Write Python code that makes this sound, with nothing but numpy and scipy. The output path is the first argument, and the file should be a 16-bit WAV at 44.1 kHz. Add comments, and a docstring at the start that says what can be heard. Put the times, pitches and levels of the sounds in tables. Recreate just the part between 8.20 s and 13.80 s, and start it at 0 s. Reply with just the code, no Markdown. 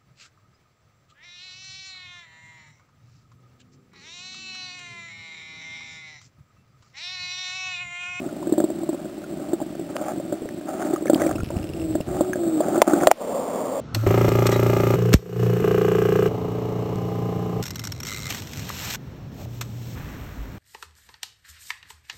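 """A small camera in a watertight housing hangs in a river beside bridge piers. From the start the
current drums on the housing, knocks excite its few damped modes, and bubbles resonate as short blips.
After three seconds it is hauled up: eddies rumble, then stick-slip rubbing gives a low groan.
Near five seconds three hard knocks overload the microphone as it breaks the surface, and the river is
then heard from the air. Throughout, coarse sampling adds a thin fizz."""
import sys
import numpy as np
from scipy import signal
from scipy.fft import rfft, irfft
from scipy.io import wavfile

SR = 44100
rng = np.random.default_rng(int(sys.argv[2]) if len(sys.argv) > 2 else 0)


def inscribe(sig):
    """Save sig as 16-bit PCM at rate SR to the path in sys.argv[1].

    A 1-D sig is mono; a 2-D sig holds one channel per row.
    Samples are clipped to [-1, 1] before scaling.
    """
    pcm = np.round(np.clip(np.atleast_2d(sig).T, -1, 1) * 32767)
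    wavfile.write(sys.argv[1], SR, pcm.astype(np.int16))


N = 247069
RECORDER_RATE_HZ = 8000
# normal modes of the housing: pitch_hz, level_db, t60_s, driving_column (of the knock table)
HOUSING_MODES = [(329.3, 0, 0.05, 1), (600.4, 4.5, 0.033, 2), (713, -15, 0.13, 2), (1400, -7, 0.017, 3),
                 (1570, 6, 0.016, 3)]


def from_db(db):
    """Amplitude ratio of a level in decibels."""
    return 10 ** (np.asarray(db) / 20)


def rms_one(x):
    """Normalisation to unit rms."""
    return x / np.sqrt(np.mean(x ** 2) + 1e-20)


def gain_curve(rows):
    """Amplitude envelope: linear interpolation in decibels between (time_s, level_db) points."""
    time_s, level_db = np.transpose(rows)
    return from_db(np.interp(np.arange(N) / SR, time_s, level_db))


def coloured(x, spectrum):
    """Minimum-phase filtering to a spectrum, band-limited to half the recorder's rate; unit rms."""
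    hz, db = np.transpose(spectrum)
    size = 2 ** int(np.ceil(np.log2(N)))
    bin_hz = np.maximum(np.arange(size // 2 + 1) * SR / size, 1)
    magnitude = from_db(np.interp(np.log(bin_hz), np.log(hz), db))
    cepstrum = irfft(np.log(magnitude))
    cepstrum[1:size // 2] *= 2  # folding onto positive time makes the response causal
    response = np.exp(rfft(cepstrum[:size // 2], size)) * (bin_hz < RECORDER_RATE_HZ / 2)
    return rms_one(irfft(rfft(x, size) * response)[:N])


def drift(turns_per_s):
    """Slow random modulation of unit variance."""
    points = rng.standard_normal(N // 100)
    return np.interp(np.arange(N) / SR * turns_per_s, np.arange(len(points)), points) * np.sqrt(3 / 2)


def grains(per_s, spread_db):
    """Shot noise: tiny random impacts of uneven size; unit rms."""
    sizes = from_db(spread_db * np.minimum(rng.exponential(1, N), 4))
    return rms_one(sizes * rng.choice([-1, 1], N) * (rng.random(N) < per_s / SR))


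def sprinkle(per_s, spread_db):
    """Poisson process: sparse impulses of about unit size."""
    sizes = from_db(spread_db * rng.uniform(-1, 1, N))
    return sizes * np.sign(rng.standard_normal(N)) * (rng.random(N) < per_s / SR)


def impulse(start_s, level_db):
    """Impulsive excitation, one sample long."""
    out = np.zeros(N)
    out[int(start_s * SR)] = from_db(level_db)
    return out


def ring(x, hz, t60_s):
    """Damped harmonic oscillator: a unit impulse starts a decaying sine of unit amplitude."""
    decay, step = from_db(-60 / (t60_s * SR)), 2 * np.pi * hz / SR
    return signal.lfilter([0, decay * np.sin(step)], [1, -2 * decay * np.cos(step), decay ** 2], x + 1e-18)


def cut(x, hz, kind, order=2):
    """Butterworth low- or high-pass filtering."""
    return signal.sosfilt(signal.butter(order, hz, kind, fs=SR, output="sos"), x)


def churn(spectrum, per_s, spread_db, smooth_db, surge_db):
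    """Source-filter model of moving water: impacts over smooth turbulence, wavering in level."""
    drive = grains(per_s, spread_db) + from_db(smooth_db) * rng.standard_normal(N)
    return coloured(drive * from_db(surge_db * drift(30)), spectrum)


def hiss(level_db=-50.5):
    """Self-noise of the microphone: steady and nearly white."""
    # noise spectrum: frequency_hz, density_db
    spectrum = [(100, 3), (1500, 0.5), (2500, -1), (3900, -1.5)]
    return from_db(level_db) * coloured(rng.standard_normal(N), spectrum)


def river():
    """Transmission loss: the closed housing dulls the even rush of the river heard from the air."""
    # envelope of the rush: time_s, level_db
    levels = [(4.92, -58), (4.995, -39.5), (5.012, -28.5), (5.14, -25.5), (5.35, -25), (5.6, -26.5)]
    # its spectrum inside the housing: frequency_hz, density_db
    spectrum = [(35, -59), (60, -54), (81, -24.5), (156, -17), (173, -11), (267, -4), (307, -7),
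                (359, -12.5), (398, -8), (544, 1), (825, -12), (1150, -15), (1570, -32.5), (1740, -31),
                (3800, -43), (4940, -60), (8360, -120)]
    return gain_curve(levels) * churn(spectrum, per_s=2500, spread_db=-0.5, smooth_db=3.5, surge_db=-0.46)


def lulls_db(surface_s=4.89, drain_db_per_s=397):
    """Attenuation of (current, eddies): brief in lulls, lasting once the housing leaves the water."""
    # lulls in the water: middle_s, half_length_s, current_depth_db, eddy_depth_db
    lulls = [(3.256, 0.06, 9, 1), (3.842, .026, 10, 9), (4.651, 0.022, 10.5, 0)]
    t = np.arange(N) / SR
    dips_db = sum(np.outer(depths_db, np.exp(-np.minimum(((t - middle_s) / half_s) ** 4, 20)))
                  for middle_s, half_s, *depths_db in lulls)
    drained_db = np.minimum(drain_db_per_s * np.maximum(t - surface_s, 0), 100)
    return -dips_db - drained_db


def surges(edge_db=14):
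    """Incoherent addition: surges, each a lopsided bell, sum in power to gains for (swish, drumming)."""
    # faster water, edge_db down one swell before and one ebb after its crest:
    # crest_s, swell_s, ebb_s, swish_db, drumming_db
    crests = [(0.36, 0.14, 0.25, -62, -31), (1.31, .09, 0.066, -52, -31), (1.88, 0.15, 0.074, -38.5, -44),
              (2.49, 0.021, 0.031, -36, -27.5), (2.64, 0.12, 0.15, -35, -25.5),
              (3.03, 0.14, 0.13, -37.5, -20.5), (3.33, .03, 0.14, -46, -46), (3.92, 0.066, 0.22, -42, -33),
              (4.58, 0.35, 0.077, -39.5, -25), (4.72, 0.093, 0.27, -30, -19.5)]
    t, power = np.arange(N) / SR, np.zeros((2, N))
    for crest_s, swell_s, ebb_s, swish_db, drum_db in crests:
        width_s = np.where(t < crest_s, swell_s, ebb_s)
        bell = from_db(-edge_db * np.minimum(((t - crest_s) / width_s) ** 2, 10))
        power += (from_db([[swish_db], [drum_db]]) * bell) ** 2
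    return np.sqrt(power)


def current(swish_share_db=-22.5):
    """Flow-induced vibration: the stream drums and taps on the housing; surges add drumming and swish."""
    # envelope of the steady current: time_s, level_db
    levels = [(0.0, -34), (0.15, -38.5), (0.46, -37.5), (0.74, -40.5), (0.94, -41.5), (1.27, -39.5),
              (1.81, -43), (1.95, -38.5), (2.46, -41.5), (2.92, -36.5), (3.03, -39), (3.37, -42.5),
              (4.07, -37.5), (4.72, -34), (4.86, -38.5), (4.9, -48)]
    # dull drumming of the housing: frequency_hz, density_db
    drum_spectrum = [(25, -48), (60, -20), (120, -13), (180, -3), (250, -3), (325, 4), (385, -2),
                     (470, -23), (590, -5.5), (710, -15), (900, -29), (1300, -39), (3500, -46)]
    # brighter swish of the water: frequency_hz, density_db
    swish_spectrum = [(250, -34.5), (470, 4), (620, 16), (780, 13.5), (980, -5), (1270, 5.5), (1600, -6),
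                      (2000, -11.5), (2400, -14.5), (3800, -30)]
    steady_gain = gain_curve(levels) * from_db(7)
    swish_surge, drum_surge = surges()
    drumming = steady_gain * churn(drum_spectrum, per_s=450, spread_db=4.5, smooth_db=-4, surge_db=1)
    buffeting = churn(drum_spectrum, per_s=490, spread_db=3, smooth_db=-11, surge_db=0)
    surging = drum_surge * cut(buffeting, 240, "high")  # surges ring the modes but add little rumble
    swish_gain = from_db(7.5) * np.hypot(steady_gain * from_db(swish_share_db), swish_surge)
    swish = swish_gain * churn(swish_spectrum, per_s=740, spread_db=7, smooth_db=1.5, surge_db=2.5)
    touches = steady_gain * from_db(1) * sprinkle(per_s=14, spread_db=6.5)
    taps = sum(from_db(db) * ring(touches, hz, t60_s) for hz, db, t60_s, _ in HOUSING_MODES)
    taps = cut(cut(taps, 570, "low"), 300, "high", order=3)
    return (drumming + surging + swish + taps) * from_db(lulls_db()[0])


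def fizz(per_s=70, low_hz=1250, high_hz=2100, pitch_count=10, cycles=14):
    """Bubble resonance: tiny bubbles carried by the surges ring briefly at scattered pitches."""
    strength = from_db(2 + lulls_db()[0]) * surges()[0]
    return sum(ring(strength * sprinkle(per_s / pitch_count, spread_db=6), hz, cycles / hz)
               for hz in np.geomspace(low_hz, high_hz, pitch_count))


def eddy_gain(start_s=3.17, end_s=3.957, level_db=-32):
    """Exponential growth and decay: eddies build as the haul begins, sag during it and then die away."""
    t = np.arange(N) / SR
    rise_db = 70 * np.maximum(start_s - t, 0)
    sag_db = 2.5 * np.maximum(t - start_s, 0)
    fall_db = 77 * np.maximum(t - end_s, 0)
    return from_db(level_db - rise_db - sag_db - fall_db + lulls_db()[1])


def eddies():
    """Turbulent pressure fluctuations rumble as the housing is dragged upward."""
    # rumble spectrum: frequency_hz, density_db
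    spectrum = [(15, -20), (35, -13), (85, 1.5), (160, -2.5), (240, -10), (420, -11), (900, -32),
                (3500, -77)]
    return eddy_gain() * churn(spectrum, per_s=200, spread_db=1.5, smooth_db=-4, surge_db=1)


def pings(pitch_hz=2720, detune=0.038):
    """Decaying sines: faint high pings and a fine crackle from the recorder, during the low rumble."""
    # the clearest pings: start_s, level_db
    onsets = [(3.2016, -35), (3.233, -36), (3.3693, -34), (3.378, -47), (3.4291, -34.5), (3.491, -33.5),
              (3.536, -31), (3.598, -34.5), (3.6163, -33), (3.8104, -28.5)]
    pitches_hz = pitch_hz * (1 + detune * rng.standard_normal(len(onsets)))
    clear = sum(ring(impulse(start_s, db + 1), hz, t60_s=0.014)
                for (start_s, db), hz in zip(onsets, pitches_hz))
    crackle = from_db(-3.5) * eddy_gain() * sprinkle(per_s=46, spread_db=9)
    return clear + ring(crackle, pitch_hz, t60_s=0.0041)


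def plops():
    """Damped volume oscillation: larger bubbles close by ring low and die quickly."""
    # large bubbles: start_s, pitch_hz, level_db, t60_s
    large_bubbles = [(.228, 1000, -22.5, 0.02), (1.402, 810, -20.5, 0.027), (2.22, 450, -19, 0.023),
                     (2.256, 474, -17, 0.016), (3.233, 200, -7.5, 0.014), (3.304, 940, -23, 0.027),
                     (3.367, 204, -12, 0.032), (3.805, 260, -11, 0.015)]
    ringing = sum(ring(impulse(start_s, db), hz, t60_s) for start_s, hz, db, t60_s in large_bubbles)
    return cut(ringing, 930, "low")


def bubbles(cycles=45, rise=0.015):
    """Free oscillation: each new bubble rings for some dozens of cycles, rising slightly in pitch."""
    # new bubbles: start_s, pitch_hz, level_db
    births = [(0.09, 1400, -40), (1.041, 1410, -38.5), (2.761, 1234, -27), (2.87, 2170, -31),
              (2.881, 1710, -30), (2.999, 2200, -34), (3.011, 1600, -30), (3.019, 1960, -27.5),
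              (3.039, 1820, -32), (3.068, 2320, -32), (3.077, 2030, -38), (3.159, 2650, -33.5),
              (3.183, 1360, -33.5), (3.205, 1380, -31.5), (4.1327, 1640, -21.5)]
    out, t = np.zeros(N), np.arange(SR // 10) / SR
    for start_s, hz, db in births:
        age, at = t * hz / cycles, int(start_s * SR)
        envelope = from_db(db + 5 - 60 * age)
        out[at:at + len(t)] += envelope * np.sin(2 * np.pi * hz * t * (1 + rise * age))
    return out


def ticks():
    """Impact transients: grit striking the shell gives quickly damped clicks."""
    # grit impacts: start_s, level_db, pitch_hz, t60_s
    impacts = [(1.7661, -4.5, 1200, 0.0017), (1.7666, -20, 3230, 0.0039), (2.2897, -24, 1900, 0.0055),
               (2.6245, -20.5, 1470, 0.016), (2.946, -13.5, 3200, 0.0068), (2.978, -23, 1400, 0.0067)]
    ringing = sum(ring(impulse(start_s, db), hz, t60_s) for start_s, db, hz, t60_s in impacts)
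    return cut(ringing, 450, "high")


def groan(attack_s=0.083, release_s=0.065, jitter=0.006, flutter_db=1.0):
    """Stick-slip friction: rubs slow as they go; the housing favours the harmonic by its lowest mode."""
    # rubs: start_s, length_s, slip_rate_hz, sag_hz_per_s, level_db
    rubs = [(3.52, 0.27, 168, 49.5, -25.5), (3.871, 0.3, 184, 3.5, -26.5), (4.139, 0.3, 177, 92, -20)]
    # harmonics of the slip rate: multiple, level_db
    harmonics = [(2, -2), (3, -19), (4, -20)]
    out, waver = np.zeros(N), 1 + jitter * drift(70)
    for start_s, length_s, slip_hz, sag_hz_per_s, level_db in rubs:
        age_s, at = np.arange(int(length_s * SR)) / SR, int(start_s * SR)
        span = slice(at, at + len(age_s))
        phase = 2 * np.pi * np.cumsum((slip_hz - sag_hz_per_s * age_s) * waver[span]) / SR
        envelope = np.clip(np.minimum(age_s / attack_s, (length_s - age_s) / release_s), 0, 1)
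        tone = sum(from_db(level_db + db) * np.sin(round(k) * phase) for k, db in harmonics)
        out[span] += envelope * tone
    return np.sqrt(2) * out * from_db(flutter_db * drift(45))


def knocks(detune=0.035, graze_db=-8, graze_s=0.0013):
    """Modal response: every knock rings the same few damped modes, a little detuned by where it lands."""
    # blows on the housing: start_s, low_mode_db, middle_modes_db, upper_modes_db
    strikes = [(0.271, -16.5, -32, -44), (0.295, -16, -31, -49), (0.323, -5, -34, -33),
               (0.337, -23, -20, -26), (0.3801, -8, -16.5, -26), (0.402, -10, -14.5, -18),
               (0.421, -17, -30, -46), (0.44, -7, -22, -36), (0.502, -21.5, -22.5, -31),
               (0.633, -18.5, -28, -55), (0.691, -11.5, -23, -53), (0.73, -17, -26, -31),
               (0.745, -20, -26, -48), (1.3325, -8, -24.5, -26.5), (1.415, -18.5, -23, -50),
               (1.756, -20, -28, -43), (1.813, -17, -21, -40), (1.999, -23, -23.5, -40),
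               (2.125, -14.5, -18.5, -24.5), (2.735, -11.5, -28, -35), (2.824, -16.5, -40, -57),
               (2.857, -34, -21, -19.5), (2.8984, -9, -7, -16), (2.9323, -4, -30, -36),
               (2.958, -7, -19.5, -41), (3.006, -21, -44, -18), (3.018, -28, -14, -12.5),
               (3.064, -11, -17.5, -18.5), (3.112, -18, -22.5, -15.5), (3.155, -14.5, -27, -44),
               (3.304, -27, -24.5, -30), (3.753, -10.5, -17.5, -21), (3.804, -27, -23, -57),
               (4.0083, -8, -10, -47), (4.157, -20, -20.5, -28), (4.405, -37, -10.5, -28),
               (4.483, -43, -25, -21.5), (4.557, -13, -15, -19), (4.578, -8.5, -15.5, -29),
               (4.677, -11, -18.5, -15.5), (4.7345, -4, -14.5, -9.5), (4.834, -13, -21, -11),
               (4.88, -38, -12.5, -20)]
    out, blow = np.zeros(N), np.zeros(SR // 8)
    lead = int(graze_s * SR)
    blow[0], blow[lead] = -from_db(graze_db), 1  # a light touch precedes the main blow
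    for strike in strikes:
        at = int(strike[0] * SR) - lead
        for hz, db, t60_s, column in HOUSING_MODES:
            pitch_hz = hz * (1 + detune * rng.standard_normal())
            gain = from_db(strike[round(column)] + db)
            out[at:at + len(blow)] += gain * ring(blow, pitch_hz, t60_s)
    return cut(cut(out, 239, "high"), 1127, "low", order=4)


def hard_knocks(crunch_db=-16, crunch_s=0.0016):
    """Impact excitation: half out of the water the housing rings higher and shorter, with a crunch."""
    # components of the blows at the surface: start_s, level_db, pitch_hz, t60_s
    strikes = [(4.6181, 11, 613, 0.0095), (4.623, -7.5, 894, .02), (4.8713, 9.5, 628, 0.017),
               (4.908, -15, 648, 0.05), (4.914, -12, 1220, 0.0057), (4.914, 7.5, 762, 0.012)]
    out, t = np.zeros(N), np.arange(N) / SR
    for start_s, db, hz, t60_s in strikes:
        blow = impulse(start_s, db)
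        out += ring(blow, hz, t60_s) + from_db(-18.5) * ring(blow, hz=990, t60_s=0.012)
        crunch = rms_one(cut(rng.standard_normal(N), 3400, "low", order=4))
        decay = (t > start_s) * np.exp(-np.minimum(abs(t - start_s) / crunch_s, 20))
        out += from_db(db + crunch_db) * crunch * decay
    return cut(out, 444, "high", order=3)


def scene():
    """Superposition: everything reaches one microphone through the housing, over its own hiss."""
    background = hiss() + current() + eddies() + bubbles() + plops() + pings() + river()
    return (background + knocks() + hard_knocks() + ticks() + groan() + fizz())[None]


def record(dry, clip_level=0.92, cutoff_hz=15750):
    """Clipping, then sample-and-hold: spectral images of the lows fizz around the recorder's rate."""
    n = np.arange(N)
    clipped = np.clip(dry[0], -clip_level, clip_level)
    held_at = np.floor(n * RECORDER_RATE_HZ / SR) * SR / RECORDER_RATE_HZ
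    held = np.interp(held_at, n, clipped)
    low_pass = signal.ellip(12, 0.1, 80, cutoff_hz, fs=SR, output="sos")
    return signal.sosfilt(low_pass, held)[None]


dry = scene()
out = record(dry)
inscribe(out)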